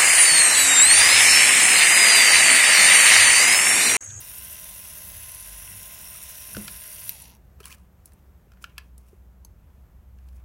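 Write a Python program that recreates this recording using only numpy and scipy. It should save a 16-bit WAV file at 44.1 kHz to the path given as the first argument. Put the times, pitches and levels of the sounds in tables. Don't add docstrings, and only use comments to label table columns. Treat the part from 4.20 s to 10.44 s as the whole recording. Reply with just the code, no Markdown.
import sys
import numpy as np
from scipy import signal
from scipy.fft import rfft, irfft, next_fast_len
from scipy.io import wavfile
from scipy.ndimage import uniform_filter1d, map_coordinates

SR = 44100
rng = np.random.default_rng(int(sys.argv[2]) if len(sys.argv) > 2 else 0)


def dump(signal):
    limited = np.clip(np.atleast_2d(signal).T, -1, 1)
    pcm = np.round(limited * 32767).astype(np.int16)
    wavfile.write(sys.argv[1], SR, pcm)


def magnitude_from_level(level_db):
    exponent = np.asarray(level_db, float) / 20
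    return 10 ** exponent


N = 275184


def unit(x):
    return x / np.sqrt(np.mean(x ** 2) + 1e-20)


def along(points, hz):
    f, v = np.transpose(points)
    return np.interp(np.log(hz + 1), np.log(f + 1), v)


def curves(rows, outside=None):
    s, *cols = np.transpose(rows)
    return [np.interp(np.arange(N) / SR, s, c, outside, outside) for c in cols]


def wobble(rate_hz):
    knots = rng.standard_normal(int(N * rate_hz / SR) + 4)
    return map_coordinates(knots, [np.arange(N) * rate_hz / SR])


def filtered(x, response):
    m = next_fast_len(len(x) + 8192)
    return irfft(rfft(x, m) * response(np.fft.rfftfreq(m, 1 / SR)), m)[:len(x)]


def modes(table):
    def response(f):
        total = 0
        for k, (hz, width_hz, db) in enumerate(table):
            damping = 1j * f * width_hz
            total = total + (-1) ** k * magnitude_from_level(db) * damping / (hz * hz - f * f + damping)
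        return total
    return response


def hiss(spectrum):
    return unit(filtered(rng.standard_normal(N), lambda hz: magnitude_from_level(along(spectrum, hz))))


def distant_engine():
    # start_s, pitch_hz, level_db
    note = [(2.9, 65.3, -61), (3.48, 66.2, -55.5), (3.68, 64.5, -59.5), (3.69, 66, -78),
            (3.75, 66.9, -59.5), (4.18, 65.7, -64.5), (4.25, 63.8, -68), (4.31, 59.3, -56), (4.51, 61, -63),
            (4.55, 61.6, -56), (4.79, 61.5, -50), (4.85, 61.24, -60), (5.07, 61.6, -50), (5.11, 60.7, -55),
            (5.29, 62.4, -54.5), (5.33, 61.4, -82), (5.57, 65.8, -52), (5.72, 65.1, -66),
            (5.87, 63.85, -50.5), (6.24, 62, -45)]
    pitch_hz, _ = curves(note)
    _, level_db = curves(note, outside=-120)
    return magnitude_from_level(level_db + 5.5) * np.sin(2 * np.pi * np.cumsum(pitch_hz) / SR)


def idling_machine():
    # start_s, pitch_hz, level_db, octave_level_db
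    note = [(0.3, 47.8, -79, -75), (0.65, 49.26, -55, -65), (0.8, 47.7, -53, -51.5),
            (1.2, 48.5, -51.5, -56.5), (1.6, 48.03, -52, -50.5), (1.75, 48.8, -52, -82),
            (2.0, 48.7, -74, -60), (2.3, 48.5, -62, -68), (2.9, 49.3, -73, -57)]
    phase = 2 * np.pi * np.cumsum(curves(note)[0]) / SR
    _, first_db, octave_db = curves(note, outside=-120)
    first = magnitude_from_level(first_db + 3.3 * wobble(6.7)) * np.sin(phase)
    return first + magnitude_from_level(octave_db + 2.7 * wobble(5)) * np.sin(2 * phase)


def room_tone():
    # start_s, rumble_db, air_db
    levels = [(0.0, -51.5, -63), (0.68, -55, -59), (0.89, -53.5, -59.5), (0.99, -50.5, -61.5),
              (1.18, -54, -64.5), (1.48, -62, -59), (1.63, -55, -61), (1.82, -56, -63), (2.12, -52, -63.5),
              (2.29, -54.5, -59), (2.4, -46.5, -51), (2.61, -55.5, -65.5), (2.87, -56, -61.5),
              (3.27, -51.5, -62), (3.46, -56, -58.5), (3.58, -58.5, -61), (4.28, -54, -62),
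              (4.45, -57.5, -60.5), (4.62, -56, -62), (5.18, -54.5, -63), (5.49, -50, -63),
              (5.84, -51.5, -62.5), (6.0, -54.5, -62.5), (6.14, -53.5, -61.5), (6.24, -50, -62.5)]
    # pitch_hz, density_db_per_hz
    rumble = [(12, -45.5), (20, -28), (40, -5), (59, -0.5), (75, 0), (150, -16.5), (200, -40), (330, -120)]
    air = [(80, -30), (125, -3), (195, 0), (235, -11), (340, -13.5), (600, -16), (950, -19.5), (1700, -25),
           (2400, -30), (4500, -37), (6500, -35.5), (10500, -38), (11500, -31), (16000, -33.5)]
    rumble_db, air_db = curves(levels)
    noise = magnitude_from_level(rumble_db - 0.5) * hiss(rumble) + magnitude_from_level(air_db + 1.5 + 0.6 * wobble(5)) * hiss(air)
    return noise + distant_engine() + idling_machine()


def brushes(turns, scatter_db, chatter_db, scrape_s, slide_share):
    bars = [0, -1.5, -2, -2.5, -1]
    bar = np.floor(len(bars) * turns).astype(int)
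    edge = np.diff(bar, prepend=0) > 0
    scatter = rng.standard_normal(bar[-1] + 1)[bar]
    force_db = np.asarray(bars)[bar % len(bars)] + scatter_db * scatter
    scrape = signal.lfilter([1], [1, -np.exp(-1 / (SR * scrape_s))], edge * magnitude_from_level(force_db))
    contact = unit(scrape) + slide_share
    return unit(contact * magnitude_from_level(chatter_db * (0.68 * wobble(55) + 0.86 * wobble(130))))


def shimmer(x, depth_db, beam_db, beam_hz, shadow_hz):
    # start_s, beam_1_hz, beam_2_hz, beam_3_hz, beam_4_hz
    beams = [(0.0, 5820, 9650, 11800, 13600), (0.15, 5640, 9590, 11300, 13200),
             (0.79, 6140, 9830, 11250, 14200), (1.07, 6100, 9830, 11200, 13700),
             (1.26, 5800, 9640, 11400, 13700), (1.35, 5970, 9960, 11100, 13400),
             (1.55, 5530, 9630, 11300, 13300), (1.73, 5600, 9630, 11300, 13800),
             (2.15, 5600, 9820, 11300, 13200), (2.33, 5680, 9700, 11400, 13800),
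             (2.52, 5600, 9960, 11000, 13300), (2.62, 5650, 9660, 11700, 13700),
             (3.03, 5870, 9840, 11200, 13600), (3.1, 5740, 9960, 11400, 13200)]
    # start_s, pitch_hz, depth_db
    shadow = [(0, 4500, -0.5), (0.6, 4400, -0.5), (1.2, 4660, 1), (1.45, 4500, -4), (2.0, 4750, -2.5),
              (2.4, 4600, 0.5), (3.0, 4460, 6)]
    hz, t, z = signal.stft(x, SR, nperseg=512)
    field = uniform_filter1d(uniform_filter1d(rng.standard_normal(z.shape), 5, 0), 30, 1)
    mottle_db = depth_db * unit(field) * np.clip(hz[:, None] / 9000, 0.4, 1)

    def bump(s, centre_hz, width_hz):
        return np.exp(-((hz[:, None] - np.interp(t, s, centre_hz)) / width_hz) ** 2)

    s, *centres_hz = np.transpose(beams)
    beams_db = beam_db * sum(bump(s, c, beam_hz) for c in centres_hz)
    s, centre_hz, dip_db = np.transpose(shadow)
    shadow_db = np.interp(t, s, dip_db) * bump(s, centre_hz, shadow_hz)
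    return signal.istft(z * magnitude_from_level(mottle_db + beams_db + shadow_db), SR, nperseg=512)[1][:N]


def hum(turns, speed):
    # multiple, rms_db
    running = [(6, -73), (9, -74), (10, -67), (14, -75), (15, -74), (16, -74), (20, -77), (26, -79),
               (74, -79), (75, -78)]
    cogging = [(10, -65), (15, -66), (20, -68), (25, -70), (30, -70), (40, -71)]
    # pitch_hz, width_hz
    wall_mode = (930, 110)

    def tone(multiple, db):
        return magnitude_from_level(db + 5.5 + 1.6 * wobble(6.99)) * np.sin(2 * np.pi * (multiple * turns + rng.random()))

    powered = uniform_filter1d(1.0 * (speed >= speed[0]), 300)
    centre_hz, width_hz = wall_mode
    coasting = sum(tone(k, db) / (1 + ((k * speed - centre_hz) / width_hz) ** 2) for k, db in cogging)
    return powered * sum(tone(k, db) for k, db in running) + (1 - powered) * coasting


def motor():
    # start_s, turns_per_s
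    shaft = [(0, 103.5), (2.893, 103.5), (2.97, 79), (3.02, 63.5), (3.075, 48), (3.17, 21), (3.176, 0),
             (3.3, 0)]
    # start_s, wall_db, cap_db, brush_db, spring_db
    facing = [
        [(0.0, -50.5, -47.5, -50, -47.5), (0.32, -50, -46.5, -50, -46), (0.59, -50.5, -49, -50.5, -47.5),
         (0.84, -50.5, -49.5, -46.5, -46.5), (1.08, -50.5, -49.5, -47.5, -49.5), (1.38, -50, -47.5, -48.5, -50),
         (1.78, -50, -49.5, -50, -48.5), (2.1, -50, -46.5, -51.5, -47.5), (2.46, -50, -48.5, -48.5, -49),
         (2.71, -51, -47.5, -47.5, -49.5), (2.79, -51, -47.5, -50.5, -48), (2.88, -51, -46, -47, -46)],
        [(2.905, -51, -48, -51, -49), (2.973, -55, -56.5, -54, -56), (3.025, -54, -50.5, -55, -52),
         (3.093, -59, -65, -61, -62), (3.139, -61.5, -66.5, -71, -71), (3.24, -94, -95, -97, -86)],
    ]
    # pitch_hz, width_hz, level_db
    wall = [(640, 200, -6.5), (1002, 121, -4.5), (1450, 790, -8), (2033, 233, -0.5), (2676, 340, 0),
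            (3730, 900, -4.5), (5600, 820, -2.5), (6970, 640, -7)]
    cap = [(8800, 2400, -12), (9570, 590, -3.5), (10110, 520, -7.5)]
    brush = [(11000, 700, 0), (11800, 800, -2), (12400, 600, -6)]
    spring = [(13300, 820, 2), (14400, 520, 3.5), (14800, 1100, -0.5), (15800, 440, 0.5)]
    speed, = curves(shaft)
    turns = np.cumsum(speed * (1 + 0.0012 * wobble(6))) / SR
    pace = (speed / speed[0]) ** 0.54
    rough = brushes(turns, scatter_db=3.5, chatter_db=1.17, scrape_s=0.00092, slide_share=0.9 * pace)
    smooth = brushes(turns, scatter_db=3.5, chatter_db=-0.17, scrape_s=0.0012, slide_share=1.1 * pace)
    levels_db = curves([*facing[0], *facing[1]], outside=-120)
    contacts = (smooth, rough, rough, rough)
    sound = np.zeros(N)
    for level_db, body, contact in zip(levels_db, (wall, cap, brush, spring), contacts):
        ring = filtered(contact * rng.standard_normal(N), modes(body))
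        local_rms = np.sqrt(np.abs(uniform_filter1d(ring ** 2, SR // 10)) + 1e-12)
        sound += magnitude_from_level(level_db) * ring / local_rms
    sound = shimmer(sound, depth_db=1.9, beam_db=4.5, beam_hz=250, shadow_hz=450)
    return sound + hum(turns, speed)


def bench():
    # start_s, peak_db, ring_hz, t60_s
    thumps = [(1.95, -39.5, 1280, .025), (2.354, -33.5, 109.2, 0.18), (2.367, -24.5, 280, 0.03),
              (2.369, -20, 507, 0.015), (2.372, -29.5, 209, 0.22), (2.379, -34, 415.3, 0.036),
              (2.397, -44.5, 347, 0.14), (3.405, -37, 410, 0.044), (4.27, -40, 407, 0.015),
              (4.93, -38.5, 392, 0.032), (5.248, -45, 950, 0.021)]
    out, t = np.zeros(N + SR), np.arange(SR // 2) / SR
    for s, db, hz, t60_s in thumps:
        ring = np.sin(2 * np.pi * hz * t) * (1 - np.exp(-t / 0.002))
        out[round(s * SR):][:len(t)] += magnitude_from_level(db - 60 * t / t60_s) * ring
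    return out[:N]


def clicks():
    # start_s, peak_db, ring_hz, low_db, high_db, t60_s
    contacts = [(2.3475, -18.5, 1500, -17, -17.5, 0.026), (2.3668, -13.5, 1400, -19, -15, 0.011),
                (2.3804, -33, 9730, -16, -14, 0.02), (2.4792, -18, 1393, -6.5, -13.5, 0.022),
                (3.4024, -33, 1310, -10, -10.5, 0.037), (3.4314, -37, 3030, -10, -15, 0.017),
                (3.4401, -30.5, 3240, -15, -17, 0.025), (3.455, -24.5, 10800, -13, -8.5, 0.021),
                (3.4804, -34, 10700, -18, -13, 0.022), (3.497, -37, 1700, -15, -17, 0.02),
                (3.5056, -32, 2080, -15, -12, 0.02), (3.5155, -30.5, 2520, -11, -20, 0.019),
                (3.5249, -33, 2410, -4, -13, 0.02), (3.5404, -39, 1730, -21, -17, 0.022),
                (3.5824, -44, 1200, -19, -11, 0.02), (3.8568, -36.5, 10600, -55, 3, 0.021),
                (3.876, -46, 1260, -20, -9, 0.02), (3.92, -44.5, 1760, -17, -9, 0.017),
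                (3.933, -47, 11100, -38, -3, 0.025), (4.3186, -35.5, 1380, -15, -22, 0.015),
                (4.335, -41, 1450, -21, -21, 0.017), (4.3715, -44, 1445, -11.5, -31, 0.02),
                (4.4408, -17, 1380, -10, -23.5, 0.019), (4.4957, -50, 1250, -6, -20, 0.02),
                (4.5802, -19.5, 2610, -5.5, -13, 0.019), (4.779, -42.5, 8980, -29, 2, 0.021),
                (4.8094, -57, 1030, -19.5, -7, 0.02), (5.248, -35.5, 6370, -20, -1.5, 0.023),
                (5.9858, -56, 1080, 1.5, -11.5, 0.019), (6.0866, -48.5, 1270, -7, -6, 0.02)]
    low = modes([(1296, 560, -2), (1700, 96, 4.5), (2470, 450, -1.5), (3230, 570, -4.5)])
    middle = modes([(4400, 1100, 5.5), (6280, 440, 4), (7340, 430, -1.5)])
    high = modes([(9000, 6700, 0), (12900, 7000, 0)])
    out, t = np.zeros(N + SR), np.arange(SR // 8) / SR
    for s, db, hz, low_db, high_db, t60_s in contacts:
        decay = magnitude_from_level(-60 * t / t60_s)
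        envelope = (decay + 1.4 * magnitude_from_level(-60 * t / 0.0033)) * (1 - np.exp(-t / 0.0007))
        bursts = rng.standard_normal((3, len(t))) * envelope
        parts = [filtered(b, band) for b, band in zip(bursts, (low, middle, high))]
        low_part, middle_part, high_part = [p / np.abs(p).max() for p in parts]
        click = magnitude_from_level(low_db) * low_part + magnitude_from_level(high_db) * high_part
        click += magnitude_from_level(0.5 * (low_db + high_db) + 0.5) * middle_part
        click += magnitude_from_level(-7) * np.sin(2 * np.pi * hz * t) * decay * (1 - np.exp(-t / 0.0006))
        out[round(s * SR):][:len(t)] += magnitude_from_level(db) * click
    return filtered(out[:N], lambda f: (1j * f / (1j * f + 800)) ** 3)


def switch():
    # start_s, peak_db
    snap = [
        (2.8924, -21),
        (2.8931, -6),
        (2.8936, 0),
        (2.8944, -14),
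    ]
    # pitch_hz, width_hz, level_db
    housing = [(1500, 700, -27), (2700, 670, -12), (4300, 1200, -12.5), (5700, 420, -8), (8800, 910, -12.5),
               (11000, 1100, -4), (13400, 1000, 3)]
    blows = np.zeros(N)
    for s, db in snap:
        blows[round(s * SR)] = magnitude_from_level(db + 6.5)
    t = np.arange(SR // 10) / SR
    rattle = magnitude_from_level(-18.5 - 60 * t / 0.031) * rng.standard_normal(len(t))
    blows[round(snap[-1][0] * SR):][:len(t)] += rattle
    return filtered(blows, modes(housing))


def sliding():
    # start_s, low_db, high_db
    slides = [
        [(3.4, -60, -73), (3.43, -72, -64), (3.46, -51.5, -47), (3.485, -59.5, -55), (3.52, -55, -47),
         (3.55, -57, -52), (3.565, -72, -68), (3.6, -77, -70), (3.66, -79, -77)],
        [(3.85, -82, -69), (3.87, -76, -62), (3.93, -81, -84), (4.0, -85, -81)],
        [(4.27, -82, -90), (4.33, -80, -88), (4.4, -81, -89), (4.425, -64, -49), (4.44, -68, -60),
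         (4.46, -81, -75), (4.5, -62, -71), (4.55, -83, -82), (4.575, -61, -80), (4.6, -57, -78),
         (4.63, -68, -70), (4.69, -95, -76)],
        [(4.78, -82, -70), (4.81, -82, -69), (4.84, -80, -77), (4.89, -73, -66), (4.93, -80, -73),
         (5.0, -88, -85)],
        [(5.3, -90, -90), (5.42, -80, -84), (5.6, -82, -84), (5.75, -90, -90)],
        [(5.95, -88, -84), (6.05, -74, -76), (6.11, -88, -77), (6.16, -77, -64), (6.2, -71, -78.5),
         (6.24, -90, -88)],
    ]
    # pitch_hz, density_db_per_hz
    mat_low = [(700, -35), (1000, 12), (1700, -3), (2500, 6), (3300, -2.5), (4500, -12), (6000, -53)]
    mat_high = [(2500, -29), (3800, -19), (5500, -9), (7500, -11), (10500, -7), (13500, -14), (16000, -7)]
    grain = magnitude_from_level(1.9 * wobble(150) + 2.55 * wobble(600))
    low = unit(grain ** 0.6 * hiss(mat_low))
    high = unit(grain * hiss(mat_high))
    strokes = [curves(stroke, outside=-120) for stroke in slides]
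    return sum(magnitude_from_level(low_db) * low + magnitude_from_level(high_db) * high for low_db, high_db in strokes)


def echo(x):
    # pitch_hz, t60_s
    walls = [(200, 0.1), (2000, .25), (10000, 0.078)]
    hz, t, z = signal.stft(rng.standard_normal(SR // 2), SR, nperseg=256)
    decay = magnitude_from_level(-60 * t / along(walls, hz)[:, None])
    tail = signal.istft(z * decay, SR, nperseg=256)[1]
    delayed = np.pad(x, (300, 0))
    return signal.fftconvolve(delayed, tail / np.linalg.norm(tail))[:N]


def scene():
    whirr = motor()
    hits = clicks() + switch() + bench()
    answer = echo(magnitude_from_level(-17.5) * hits + magnitude_from_level(-15) * whirr)
    return (whirr + hits + answer + sliding() + room_tone())[None]


def low_pass(x):
    return signal.sosfilt(signal.butter(12, 17010, fs=SR, output="sos"), x)


def record(dry):
    top_hz, burst_top_hz = 15850, 16900
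    power = filtered(dry[0], lambda hz: hz > 6000) ** 2
    sudden = uniform_filter1d(power, 64) > 40 * uniform_filter1d(power, 4096, origin=2000)
    opening = np.clip(64 * uniform_filter1d(1.0 * sudden, 200), 0, 1)
    extra = filtered(dry[0], lambda hz: (hz >= top_hz) & (hz < burst_top_hz))
    usual = filtered(dry[0], lambda hz: hz < top_hz)
    kept = usual + magnitude_from_level(-4) * uniform_filter1d(opening, 64) * extra
    return low_pass(kept[None])


dry = scene()
out = record(dry)
dump(out)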